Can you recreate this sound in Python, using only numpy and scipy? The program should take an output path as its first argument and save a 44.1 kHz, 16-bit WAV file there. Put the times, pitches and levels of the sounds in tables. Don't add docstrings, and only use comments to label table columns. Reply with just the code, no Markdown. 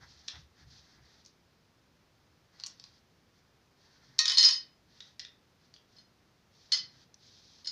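import sys
import numpy as np
from scipy import signal
from scipy.fft import rfft, irfft
from scipy.io import wavfile

SR = 44100
rng = np.random.default_rng(int(sys.argv[2]) if len(sys.argv) > 2 else 0)


def dump(signal):
    limited = np.clip(np.atleast_2d(signal).T, -1, 1)
    pcm = np.round(limited * 32767).astype(np.int16)
    wavfile.write(sys.argv[1], SR, pcm)


N = 340011
TIME = np.arange(N) / SR
# (time [s], crack level [dB], pitch of the hit [Hz],
# ring of the first bowl [dB], ring of the second bowl [dB])
SPOON_HITS = [ (4.1845, -26.5, 4780, -35, -42.5), (4.1904, 0.5, 4310, -36, -38.5),
              (4.2562, -6.5, 3610, -27, -34.5), (4.2800, -8.5, 4700, -26, -25.5),
              (4.2984, -9.5, 3407, -32, -43), (4.3053, -12.5, 5000, -38.5, -34.5),
              (4.3191, -10, 3950, -33.5, -24), (4.3464, -23.5, 5000, -38.5, -29),
              (4.3724, -12, 4280, -34.5, -20.5), (4.3824, -3.5, 4100, -11.5, -21),
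              (4.3922, -8.5, 4144, -19, -25), (4.4076, -17, 4280, -30, -18.5),
              (4.4288, -5.5, 5150, -25, -20), (4.4381, -9.5, 4210, -23.5, -16.5),
              (4.4464, -10, 5006, -20, -26.5), (4.4512, -12, 5000, -17.5, -30.5),
              (4.4608, -10.5, 5010, -29.5, -28.5), (4.4730, -19.5, 4570, -42, -23),
              (4.4804, -18, 5330, -26.5, -26.5), (4.4884, -6.5, 5170, -38, -23),
              (4.5084, -29, 4640, -22, -25), (4.5243, -20.5, 4800, -36, -35),
              (4.5324, -29, 4940, -37.5, -27), (5.9660, -51, 4800, -76, -58),
              (5.9848, -44, 3960, -83, -53.5), (6.719, -23, 3800, -64.5, -41),
              (6.7216, -8, 4400, -38.5, -18.5), (6.7324, -14.5, 4720, -29, -24),
              (6.7454, -15, 4780, -36, -53), (6.7735, -19, 4800, -33.5, -48),
              (7.646, -42, 3860, -51, -41.5), (7.659, -28, 5050, -74, -47),
              (7.6720, -25.5, 4230, -27.5, -32), (7.676, -26, 4500, -36, -51)]


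def spoons(crack_db=-5, tumble_start_s=4.18, tumble_end_s=4.55):
    # (frequency [Hz], level [dB])
    steel_colour = [(150, -47.5), (400, -33), (650, -34), (1100, -26), (2000, -11.5), (2750, -17.5),
                    (3450, -3.5), (4400, -2), (4850, -3.5), (5450, -1), (6700, -5.5), (7600, -24),
                    (10000, -34.5), (12000, -46), (15500, -47)]
    first_bowl_hz = [4544, 5004, 5122, 5237, 5274, 5324, 5365, 5650, 6702, 8450, 9520, 14190]
    second_bowl_hz = [2027, 3044, 3800, 4055, 4240, 4513, 4548, 4606, 5045, 6320, 8150, 9560, 10450]
    handle_hz = [1070, 1247, 1860, 2532, 3040, 3890, 4540]
    # (level [dB], time to fade by 60 dB [s])
    first_bowl_ring = [(-13.5, 0.15), (-0.5, 0.19), (-12.5, .26), (-13.5, 0.42), (-13, 0.14), (-5, 0.32),
                       (-12, .24), (-16, 0.29), (-10, 0.24), (-42.5, .15), (-33.5, 0.19), (-45.5, .15)]
    second_bowl_ring = [(-21.5, 0.29), (-6.5, 0.3), (-16.5, .15), (-19.5, .15), (0.5, 0.25), (-15.5, .18),
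                        (-12, 0.18), (-13.5, 0.13), (-2.5, .36), (-12, .2), (-25.5, 0.15), (-26, 0.18),
                        (-37, 0.11)]
    handle_ring = [(-10, 0.3), (-16, .25), (-5.5, 0.78), (-7.5, 0.2042), (-8.5, 0.16), (3, 0.089),
                   (-11.5, 0.11)]
    parts = [(first_bowl_hz, first_bowl_ring), (second_bowl_hz, second_bowl_ring),
             (handle_hz, handle_ring)]
    part_notes = [(hz, ringing(np.c_[hz, ring], twin=0.27)) for hz, ring in parts]
    cracks, rings = np.zeros((2, N))
    for start_s, db, pitch_hz, first_db, second_db in SPOON_HITS:
        tilt_db_per_octave = max(5.1 + 0.63 * db, -3.5)
        click = crack(steel_colour, pitch_hz, tilt_db_per_octave, focus_db=7)
        add(cracks, start_s, from_db(db + crack_db) * chatter(click, rebound=0.68, settle_s=0.003))
        ring_left = damping(start_s)
        handle_db = db + (-25 if tumble_start_s < start_s < tumble_end_s else -42)
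        for (hz, sines), gain in zip(part_notes, from_db([first_db, second_db, handle_db])):
            ring = strike(hz, sines, pitch_hz, focus_db=8.5, octaves=0.14)
            add(rings, start_s, gain * ring_left * ring)
    return cracks + rings + room(from_db(-3.5) * cracks + from_db(-5.5) * rings)


def damping(start_s, settle_s=0.0075, floor_db_per_s=180):
    t = start_s + TIME[:SR // 2]
    choke_db = sum(max(6.5 - 0.1 * db, 0) * np.clip((t - later_s) / 0.002, 0, 1)
                   for later_s, db, *_ in SPOON_HITS if start_s < later_s < t[-1])
    resting_s = np.maximum(t - clatter_end(start_s) - settle_s, 0)
    return from_db(-choke_db - floor_db_per_s * resting_s)


def clatter_end(hit_s, pause_s=0.15):
    for later_s in sorted(row[0] for row in SPOON_HITS):
        if hit_s < later_s < hit_s + pause_s:
            hit_s = later_s
    return hit_s


def taps(crack_db=-3, even_tap_hz=4300):
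    # (time [s], crack level [dB], pitch of the hit [Hz], object name)
    tile_taps = [ (0.28, -29, 5500, "knife"), (0.2834, -18.5, 3680, "knife"), (0.285, -28.5, 5860, "knife"),
                 (0.3004, -44, 3600, "knife"), (0.3560, -36, 3370, "knife"), (1.2500, -45, 5960, "plug"),
                 (1.2618, -37, 6100, "plug"), (2.5997, -30, 4450, "plug"), (2.608, -38, 4720, "plug"),
                 (2.6371, -21, 4330, "plug"), (2.6631, -24, 6560, "plug"), (2.6685, -24, 7160, "plug"),
                 (2.7980, -35, 4660, "plug"), (2.8401, -31, 4440, "plug"), (5.0052, -29, 3720, "stick"),
                 (5.1953, -24, 5000, "stick"), (5.2003, -25.5, 3770, "stick"),
                 (5.2498, -30.5, 3580, "stick"), (5.74, -37.5, 4530, "knife"), (5.7633, -42, 3400, "knife"),
                 (7.1430, -37.5, 5630, "fingernail")]
    objects = {"knife": (1820, -29, -4.5), "plug": (1050, -37, -7), "stick": (1900, -23, -5),
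               "fingernail": (2820, -38, -14)}
    # (multiple of the lowest note, level [dB], time to fade by 60 dB [s])
    tap_notes = [(1, 3, 0.03), (1.031, -1.5, 0.05), (1.52, -6, 0.026), (1.871, 5, 0.036),
                 (2.24, 9.5, 0.015), (2.85, -4, 0.024)]
    # (frequency [Hz], level [dB])
    tap_colour = [(200, -27), (600, -29.5), (1000, -25), (2200, -9), (2900, -3), (3700, 0.5), (5500, 3.5),
                  (6600, -5.5), (7800, -19.5), (10500, -35), (13000, -48), (15500, -52)]
    direct, to_room = np.zeros((2, N))
    for start_s, db, pitch_hz, name in tile_taps:
        lowest_hz, ring_db, room_db = objects[name]
        notes = np.array(tap_notes) * [lowest_hz, 1, 1]
        ring = strike(notes[:, 0], ringing(notes), pitch_hz, focus_db=4, octaves=0.1)
        knock = from_db(db + ring_db) * ring
        tilt_db_per_octave = 18 * np.log2(pitch_hz / even_tap_hz)
        click = crack(tap_colour, pitch_hz, tilt_db_per_octave, focus_db=9)
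        add(knock, 0, from_db(db + crack_db) * chatter(click, rebound=0.94, settle_s=0.002))
        add(direct, start_s, knock)
        add(to_room, start_s, from_db(room_db) * knock)
    return direct + room(to_room)


def crack(colour, pitch_hz, tilt_db_per_octave, focus_db, size=2048):
    hz = np.fft.rfftfreq(size, 1 / SR)
    tilt_db = tilt_db_per_octave * np.log2(np.maximum(hz, 500) / pitch_hz)
    db = at_hz(colour, hz) + favour_db(hz, pitch_hz, focus_db, octaves=0.17) + tilt_db
    cepstrum = irfft(np.log(from_db(db)))
    cepstrum[size // 2:] = 0
    click = irfft(np.exp(2 * rfft(cepstrum)))
    return click / np.abs(click).max()


def chatter(click, rebound, settle_s, count=9):
    click = np.pad(click, (0, SR // 20))
    delays_s = np.cumsum(rng.uniform(0.00037, 0.0014, count))
    sizes = rng.choice([-1, 1], count) * rebound * np.exp(-delays_s / settle_s)
    return click + sum(size * np.roll(click, round(s * SR)) for s, size in zip(delays_s, sizes))


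def ringing(notes, contact_s=0.0005, twin=0, detune=0.0057):
    hz, db, fade_s = np.transpose(notes)[:, :, None]
    t = TIME[:SR // 2]
    phase = 2 * np.pi * hz * t
    sines = np.sin(phase) + twin * np.sin(phase * (1 + detune))
    attack = 1 - np.exp(-(t / contact_s) ** 2)
    return from_db(db - 60 * t / fade_s) * sines * attack


def strike(hz, sines, pitch_hz, focus_db, octaves, spread_db=2.5):
    db = favour_db(hz, pitch_hz, focus_db, octaves) + spread_db * rng.standard_normal(len(hz))
    return from_db(db) @ sines


def favour_db(hz, pitch_hz, depth_db, octaves):
    return depth_db * (np.exp(-(np.log2(np.maximum(hz, 1) / pitch_hz) / octaves) ** 2) - 1)


def sliding(hiss_db=-3.5, drag_db=-7.0):
    # (start [s], length [s], skin level [dB], cable level [dB])
    strokes = [ (0.0, 0.041, -58, -51.5), (0.028, 0.38, -58.5, -65.5), (0.309, 0.061, -83, -52),
               (0.54, 0.09, -62, -59.5), (0.655, 0.14, -56.5, -63.5), (0.754, 0.21, -63.5, -66),
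               (0.897, 0.092, -68, -59), (0.985, 0.23, -64.5, -65.5), (1.227, 0.056, -62.5, -82),
               (2.51, 0.2, -62.5, -62.5), (2.703, 0.28, -66, -70.5), (3.32, 0.07, -68.5, -72),
               (3.754, 0.22, -65.5, -67), (3.958, 0.31, -65.5, -64.5), (4.87, 0.24, -62.5, -67),
               (5.593, 0.071, -68, -78.5), (5.87, 0.14, -65.5, -69.5), (6.5, 0.26, -62.5, -74.5),
               (6.889, 0.14, -61.5, -67), (7.176, 0.44, -58.5, -74)]
    # (frequency [Hz], level [dB])
    skin_colour = [(1470, -25.5), (2500, -10), (2980, -13), (3150, -3.5), (3580, -2), (4290, 1.5),
                   (4620, 2.5), (6140, -3), (7790, -27), (10000, -41.5), (13000, -46), (22000, -120)]
    cable_colour = [(300, -6.5), (520, -10), (780, 1.5), (1200, -2.5), (1700, 5), (2050, 2.5),
                    (2700, -23.5), (4000, -35)]
    skin, cable = np.zeros((2, N))
    for start_s, length_s, skin_db, cable_db in strokes:
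        speed = envelope(start_s, length_s, rise_s=0.1, fall_s=0.024)
        skin = np.maximum(skin, from_db(skin_db + hiss_db) * speed)
        cable = np.maximum(cable, from_db(cable_db + drag_db) * speed)
    hiss = skin * noise(skin_colour) * grip(per_s=56, depth_db=1.5)
    rasp = cable * noise(cable_colour) * grip(per_s=28, depth_db=2.0)
    return hiss + rasp


def grip(per_s, depth_db):
    times = np.arange(0, TIME[-1] + 1, 1 / per_s)
    return from_db(depth_db * np.interp(TIME, times, rng.standard_normal(len(times))))


def bumps(bump_db=-3.5, colour_pitch_hz=73):
    # (time [s], level [dB], pitch [Hz])
    landings = [(0.0, -56, 73), (0.33, -54, 76), (0.61, -54, 70), (0.69, -65, 135), (0.95, -59, 73),
                (4.04, -64, 135), (6.78, -61.5, 150), (6.92, -65.5, 140)]
    # (frequency [Hz], level [dB])
    bump_colour = [(30, -16), (55, 1), (73, 11.5), (95, 2), (150, 2.5), (300, -48.5)]
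    thuds = np.zeros(N)
    for start_s, db, pitch_hz in landings:
        rumble = noise(np.array(bump_colour) * [pitch_hz / colour_pitch_hz, 1])
        swell = envelope(start_s, length_s=0.04, rise_s=0.04, fall_s=0.1)
        thuds += from_db(db + bump_db) * swell * rumble
    return thuds


def room(sound, build_s=0.0024):
    # (frequency [Hz], time to fade by 60 dB [s])
    echo_fade = [(300, 0.3), (2000, .34), (5000, 0.24), (8000, 0.14), (15000, 0.11)]
    t = TIME[:SR * 3 // 4]
    hz = np.fft.rfftfreq(len(t), 1 / SR)
    white = rfft(rng.standard_normal(len(t)))
    edges_hz = np.geomspace(100, 16000, 12)
    tail = np.zeros(len(t))
    for low, high in zip(edges_hz, edges_hz[1:]):
        band = irfft(white * ((hz >= low) & (hz < high)), len(t))
        tail += band * from_db(-60 * t / at_hz(echo_fade, np.sqrt(low * high)))
    tail *= 1 - np.exp(-t / build_s)
    return signal.fftconvolve(sound, tail / np.linalg.norm(tail))[:N]


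def hush(level_db=-67.5):
    # (frequency [Hz], level [dB])
    hush_colour = [(25, -19), (40, -12), (60, -4.5), (100, -1.5), (156, -2.5), (246, -6.5), (400, -10),
                   (700, -14), (1400, -16), (3000, -21), (5000, -20), (6300, -24.5), (8000, -35.5),
                   (15500, -36.5)]
    return from_db(level_db) * noise(hush_colour)


def noise(colour):
    hz = np.fft.rfftfreq(N, 1 / SR)
    coloured = irfft(rfft(rng.standard_normal(N)) * from_db(at_hz(colour, hz)), N)
    return coloured / coloured.std()


def envelope(start_s, length_s, rise_s, fall_s):
    t = TIME - start_s
    attack = np.sin(np.pi / 2 * np.clip(t / min(rise_s, length_s), 0, 1))
    return attack * np.exp(-np.clip((t - length_s) / fall_s, 0, 20))


def from_db(db):
    return 10 ** (np.asarray(db) / 20)


def at_hz(table, hz):
    table_hz, values = np.transpose(table)
    return np.interp(np.log(np.maximum(hz, 1)), np.log(table_hz), values)


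def add(track, start_s, sound):
    i = round(start_s * SR)
    track[i:i + len(sound)] += sound[:N - i]


def scene():
    return (spoons() + taps() + sliding() + bumps() + hush())[None]


def record(dry, cutoff_hz=15400):
    return signal.sosfilt(signal.ellip(10, 0.2, 80, cutoff_hz, fs=SR, output="sos"), dry)


dry = scene()
out = record(dry)
dump(out)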